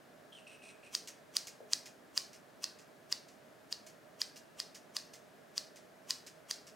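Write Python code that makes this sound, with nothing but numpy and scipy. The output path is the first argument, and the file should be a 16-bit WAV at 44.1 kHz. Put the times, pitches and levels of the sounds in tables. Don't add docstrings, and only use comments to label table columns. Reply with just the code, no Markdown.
import sys
import numpy as np
from scipy import signal
from scipy.fft import rfft, irfft
from scipy.io import wavfile

SR = 44100
rng = np.random.default_rng(int(sys.argv[2]) if len(sys.argv) > 2 else 0)


def master_out(mix):
    frames = np.transpose(np.atleast_2d(mix))
    ceiling = np.clip(frames, -1, 1)
    pcm = np.round(ceiling * 32767).astype(np.int16)
    wavfile.write(sys.argv[1], SR, pcm)


N = 297675
TIME = np.arange(N) / SR

# (time [s], level [dB])
SNIPS = [(0.9493, -14), (1.3666, -12), (1.7325, -11.5), (2.1757, -11.5), (2.6407, -13), (3.1244, -12.5),
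         (3.7252, -16.5), (4.2158, -12.5), (4.5999, -15.5), (4.9661, -14), (5.5783, -14.5), (6.106, -12),
         (6.5097, -14)]
# (time [s], bite [dB])
BITE = [(0.95, -8.5), (1.4, -10.5), (2.17, -11), (2.64, -18.5), (3.7, -20), (4.6, -16.5), (6.1, -12.5)]
# (frequency [Hz], width [Hz], level [dB])
CLACK_PITCHES = [(1220, 260, -21), (1910, 230, -10.5), (2620, 87, -22), (3440, 290, -13), (4270, 280, -9.5),
                 (4770, 318, 4), (4934, 158, 2.5), (6110, 330, -5), (6700, 350, -13), (7700, 210, -12),
                 (8750, 430, -23)]
# (frequency [Hz], level [dB])
CLACK_BODY = [(300, -63), (1100, -14), (1900, -0.5), (2500, -9), (3300, -1), (4300, 13.5), (5100, 11.5),
              (6200, -2), (9000, -28)]
CLACK_TREBLE = [(3500, -25.5), (5000, -1), (6000, 4), (7300, -2), (9000, -4.5), (10500, -11.5),
                (15000, -12)]
# (frequency [Hz], level [dB])
RATTLE_SPECTRUM = [(200, -70), (1500, -43), (3000, -14), (5000, 0), (6300, 7), (7500, -16), (9500, -1.5),
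                   (10800, -13), (12300, -13), (15000, -23), (16000, -17)]
CRUNCH_SPECTRUM = [(600, -39), (1100, -2.5), (1600, -17), (2400, -7.5), (3200, -2.5), (3700, -11),
                   (4800, -6), (6000, -1.5), (7200, -7), (8300, -8.5), (11000, -14.5), (16000, -18)]
SLIDE_SPECTRUM = [(800, -21), (1800, -14.5), (2800, -7), (3700, -10.5), (5000, -2), (6300, -3), (7500, -7),
                  (9500, -13), (12000, -17), (16000, -22)]
# (time [s], level [dB])
OPENINGS = [(1.0733, -32), (1.4698, -34), (1.8558, -36.5), (2.329, -42.5), (2.7867, -47), (3.282, -48.5),
            (3.8637, -42), (4.359, -39), (4.7455, -38.5), (5.132, -40), (5.758, -43), (6.2641, -37.5),
            (6.668, -42.5)]
# (time [s], length [s], squeak level [dB], hiss level [dB])
RUBS = [(0.32, 0.074, -54, -64), (0.466, 0.011, -50.5, -54.5), (0.492, 0.065, -57.5, -63.5),
        (0.617, 0.093, -56, -59), (0.827, 0.049, -57, -63)]
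# (time [s], pitch [Hz])
SQUEAK_PITCH = [(0.32, 3180), (0.355, 3190), (0.39, 2710), (0.5, 2600), (0.68, 2534), (0.88, 2500)]
# (frequency [Hz], level [dB])
HISS_SPECTRUM = [(1800, -15), (3200, -3), (4100, 1.5), (4700, -5), (5600, 2), (7000, -7), (8500, 3.5),
                 (9800, -1.5), (10700, -16), (16000, -34)]
# (time [s], level [dB])
KNOCKS = [(1.604, -41)]
# (frequency [Hz], width [Hz], level [dB])
KNOCK_TONES = [(546, 170, -3.5), (435, 60, 3.5), (594, 21, -2)]
# (delay [s], left level [dB], right level [dB])
ECHOES = [(.0087, -25, -23), (.0118, -22, -19), (.0224, -24, -22)]
# (frequency [Hz], level [dB])
TAIL_SPECTRUM = [(300, 15.5), (600, 8.5), (1200, 5), (2500, 7), (3400, 4.5), (4300, 2.5), (5500, 2),
                 (7000, 2), (9000, 4), (15000, -2)]
# (frequency [Hz], time to fade by 60 dB [s])
TAIL_FADE = [(400, 0.4), (2400, 0.41), (5000, 0.3), (14000, 0.34)]
# (frequency [Hz], likeness [0 to 1])
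TAIL_LIKENESS = [(1000, 0.56), (2700, 0.73), (4000, 0.9), (8000, 1)]
# (frequency [Hz], level [dB])
AIR_SPECTRUM = [(15, -79.5), (25, -40.5), (145, -6), (263, -3), (293, -5), (326, -5.5), (405, -6),
                (516, -9.5), (607, -3), (887, -12.5), (1610, -12), (2610, -20.5), (6560, -27),
                (13600, -32.5), (16000, -34)]
# (frequency [Hz], width [Hz], left level [dB], right level [dB])
AIR_DRONES = [(438, 56, -72, -73), (621, 57, -87, -63.5), (1674, 100, -76.5, -80.5)]
# (frequency [Hz], likeness [0 to 1])
AIR_LIKENESS = [(60, 0.37), (250, .5), (600, 0.48), (1500, 0.36), (5000, 0.72), (14000, 1)]
# (frequency [Hz], left minus right [dB])
AIR_BALANCE = [(60, 9), (130, -1), (260, 1), (500, -5.5), (1000, 2.5), (8000, -0.5)]

CLACK_DELAY_S = 0.001
USUAL_BITE_DB = -13.0
OPPOSITE = np.array([[1], [-1]])


def clacks(level_db=17.0, vary_db=2.0, upper_hz=5500):
    times, snip_db, bite_db = snips()
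    clack = np.zeros(N)
    for hz, width_hz, pitch_db in CLACK_PITCHES:
        boost_db = bite_db - USUAL_BITE_DB if hz > upper_hz else 0
        strength_db = snip_db + pitch_db + boost_db + rng.normal(0, vary_db, len(times))
        clack += resonate(taps(times + CLACK_DELAY_S, strength_db + level_db), hz, width_hz)
    clack = keep_band(clack, "band", [900, 8800], order=3)
    return clack - 2 * resonate(clack, hz=5000, width_hz=6000)


def clacks_to_walls(treble_db=15.0, bite_share=0.7):
    times, snip_db, bite_db = snips()
    stops = times + CLACK_DELAY_S
    hz = frequencies(TIME)
    body = rfft(taps(stops, snip_db)) * from_db(at_hz(CLACK_BODY, hz))
    bright_taps = taps(stops, snip_db + bite_share * bite_db + treble_db)
    treble = rfft(bright_taps) * from_db(at_hz(CLACK_TREBLE, hz))
    return irfft(body + treble, N)


def rattle(level_db=-3.0, fade_s=0.0018):
    times, snip_db, bite_db = snips()
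    hits = taps(times + CLACK_DELAY_S, snip_db + bite_db + level_db)
    force = signal.lfilter([1], [1, -np.exp(-1 / (fade_s * SR))], hits + 1e-18)
    noise = colour(rng.standard_normal(N), RATTLE_SPECTRUM)
    return keep_band(force * noise, "high", 1500)


def crunch(level_db=-27.5, swell_db=15.5, usual_swell_s=0.018, stop_s=0.00044):
    force = np.zeros(N)
    for shut, snip_db, bite_db in zip(*snips()):
        swell_s = usual_swell_s * from_db(0.19 * (bite_db - USUAL_BITE_DB))
        swells_left = np.clip((shut - TIME) / swell_s, 0, 10)
        fade = np.exp(-np.clip((TIME - shut) / stop_s, 0, 20))
        force += from_db(snip_db + level_db - swell_db * swells_left) * fade
    return force * colour(grains(per_s=8000, spread_db=5.5), CRUNCH_SPECTRUM)


def blade_scrapes(level_db=-12.0, usual_db=-40.0, usual_length_s=0.027, ease_s=0.035):
    force = np.zeros(N)
    for start, db in OPENINGS:
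        length_s = usual_length_s * from_db(0.77 * (usual_db - db))
        easing = np.exp(-np.abs(TIME - start) / ease_s)
        force += from_db(db + level_db) * stroke(start, length_s, rise_s=0.0013, fall_s=0.025) * easing
    return force * colour(grains(per_s=3500, spread_db=3.5), SLIDE_SPECTRUM)


def blade_squeaks(level_db=-21.0, start_hz=3200, end_hz=1550, glide_s=0.025):
    loudest_db = max(db for _, db in OPENINGS)
    out = np.zeros(N)
    for start, db in OPENINGS:
        travel = np.clip((TIME - start) / glide_s, 0, 1)
        pitch = start_hz * (end_hz / start_hz) ** travel
        gain = from_db(loudest_db + level_db + 1.05 * (db - loudest_db))
        arch = np.sqrt(4 * travel * (1 - travel))
        out += gain * arch * np.sin(2 * np.pi * np.cumsum(pitch) / SR)
    return out * wobble(up_to_hz=180)


def hair_rubs(level_db=-4.0, rough_db=-13.0, rough_width_hz=700, flutter_db=2.0):
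    pitch = np.interp(TIME, *np.transpose(SQUEAK_PITCH))
    slips = glide(grains(per_s=2300, spread_db=3.0), pitch, rough_width_hz)
    rough_edge = from_db(rough_db) * glide(slips, pitch, rough_width_hz)
    squeak = normalise(glide(slips, pitch, width_hz=130) + rough_edge)
    hiss = colour(grains(per_s=3400, spread_db=2.0), HISS_SPECTRUM)
    out = np.zeros(N)
    for start, length_s, squeak_db, hiss_db in RUBS:
        out += from_db(squeak_db) * stroke(start, length_s, rise_s=0.003, fall_s=0.0075) * squeak
        out += from_db(hiss_db) * stroke(start, length_s, rise_s=0.017, fall_s=0.013) * hiss
    unsteady_grip = from_db(flutter_db * wobble(up_to_hz=67))
    return from_db(level_db) * unsteady_grip * out


def knock(level_db=36.5, soft_hz=560, soft_width_hz=380):
    hit = taps(*np.transpose(KNOCKS))
    padded = resonate(resonate(hit, soft_hz, soft_width_hz), soft_hz, soft_width_hz)
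    ring = sum(from_db(db) * resonate(padded, hz, width_hz) for hz, width_hz, db in KNOCK_TONES)
    return from_db(level_db) * ring


def room(x, tail_db, build_s=0.0042):
    t = TIME[:SR // 2]
    hz = frequencies(t)
    alike = at_hz(TAIL_LIKENESS, hz)
    edges_hz = np.geomspace(100, 20000, 9)
    bands = []
    for low, high in zip(edges_hz, edges_hz[1:]):
        band = from_db(at_hz(TAIL_SPECTRUM, hz)) * (hz >= low) * (hz < high)
        fade = from_db(-60 * t / at_hz(TAIL_FADE, np.sqrt(low * high)))
        bands.append((band, fade))
    halfway = [round((a[0] + b[0]) / 2 * SR) for a, b in zip(SNIPS, SNIPS[1:])]
    out = np.zeros((2, N + len(t)))
    for start, end in zip([0] + halfway, halfway + [N]):
        noise = stereo_spectrum(len(t), alike) / np.sqrt(2)
        tail = sum(irfft(noise * band, len(t)) * fade for band, fade in bands)
        response = from_db(tail_db) * np.clip(t / build_s, 0, 1) * tail
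        for delay_s, left_db, right_db in ECHOES:
            response[:, round(delay_s * SR)] += from_db([left_db, right_db])
        out[:, start:end + len(t) - 1] += signal.fftconvolve(x[None, start:end], response, axes=1)
    return out[:, :N]


def air(rush_db=-60.0):
    hz = frequencies(TIME)
    lean = from_db(OPPOSITE * at_hz(AIR_BALANCE, hz) / 2)
    rush = irfft(stereo_spectrum(N, at_hz(AIR_LIKENESS, hz)) * lean, N)
    out = from_db(rush_db) * colour(rush, AIR_SPECTRUM)
    for centre_hz, width_hz, left_db, right_db in AIR_DRONES:
        broad = resonate(rng.standard_normal(N), centre_hz, 2 * width_hz)
        drone = resonate(broad, centre_hz, 2 * width_hz)
        out += from_db([[left_db], [right_db]]) * normalise(drone)
    return out


def snips():
    times, snip_db = np.transpose(SNIPS)
    return times, snip_db, np.interp(times, *np.transpose(BITE))


def taps(times, levels_db):
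    out = np.zeros(N)
    out[np.round(np.asarray(times) * SR).astype(int)] = from_db(levels_db)
    return out


def grains(per_s, spread_db):
    clicks = (rng.random(N) < per_s / SR) * rng.choice([-1, 1], N)
    return clicks * from_db(spread_db * np.clip(rng.standard_normal(N), -2, 2))


def stroke(start, length_s, rise_s, fall_s):
    t = TIME - start
    return np.clip(t / rise_s, 0, 1) * np.exp(-np.clip((t - length_s) / fall_s, 0, 20))


def wobble(up_to_hz):
    return normalise(keep_band(rng.standard_normal(N), "low", up_to_hz))


def stereo_spectrum(length, alike):
    shared, side = rfft(rng.standard_normal((2, length)))
    return np.sqrt(1 + alike) * shared + np.sqrt(1 - alike) * side * OPPOSITE


def resonate(x, hz, width_hz):
    r = np.exp(-np.pi * width_hz / SR)
    feedback = [1, -2 * r * np.cos(2 * np.pi * hz / SR), r * r]
    return signal.lfilter(np.array([1, 0, -1]) * (1 - r * r) / 2, feedback, x + 1e-18)


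def glide(x, pitch, width_hz):
    turn = np.exp(2j * np.pi * np.cumsum(pitch) / SR)
    ring = signal.lfilter([1], [1, -np.exp(-np.pi * width_hz / SR)], x / turn)
    return normalise(np.real(turn * ring))


def keep_band(x, kind, hz, order=2):
    return signal.sosfilt(signal.butter(order, hz, kind, fs=SR, output="sos"), x)


def colour(x, spectrum):
    gains = from_db(at_hz(spectrum, frequencies(x)))
    return normalise(irfft(rfft(x) * gains, x.shape[-1]))


def at_hz(table, hz):
    table_hz, values = np.transpose(table)
    return np.interp(np.log(np.maximum(hz, 1)), np.log(table_hz), values)


def frequencies(x):
    return np.arange(x.shape[-1] // 2 + 1) * SR / x.shape[-1]


def normalise(x):
    return x / np.sqrt(np.mean(x ** 2) + 1e-20)


def from_db(db):
    return 10 ** (np.asarray(db) / 20)


def stereo_microphone(x, tilt_db=0.27, bent_db=-22.5, delay_s=0.00025):
    bent = from_db(bent_db) * np.interp(TIME - delay_s, TIME, x)
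    return x * from_db(-tilt_db * OPPOSITE) + bent * OPPOSITE


def scene(friction_room_db=-1.0):
    friction = crunch() + blade_scrapes() + hair_rubs()
    far = knock()
    near = stereo_microphone(clacks() + rattle() + blade_squeaks() + friction)
    to_walls = clacks_to_walls() + from_db(friction_room_db) * friction
    echoes = room(to_walls, tail_db=-38.5) + room(far, tail_db=-37.5)
    return near + far + echoes + air()


def record(dry):
    return signal.sosfilt(signal.ellip(10, 0.1, 70, 15800, fs=SR, output="sos"), dry)


dry = scene()
out = record(dry)
master_out(out)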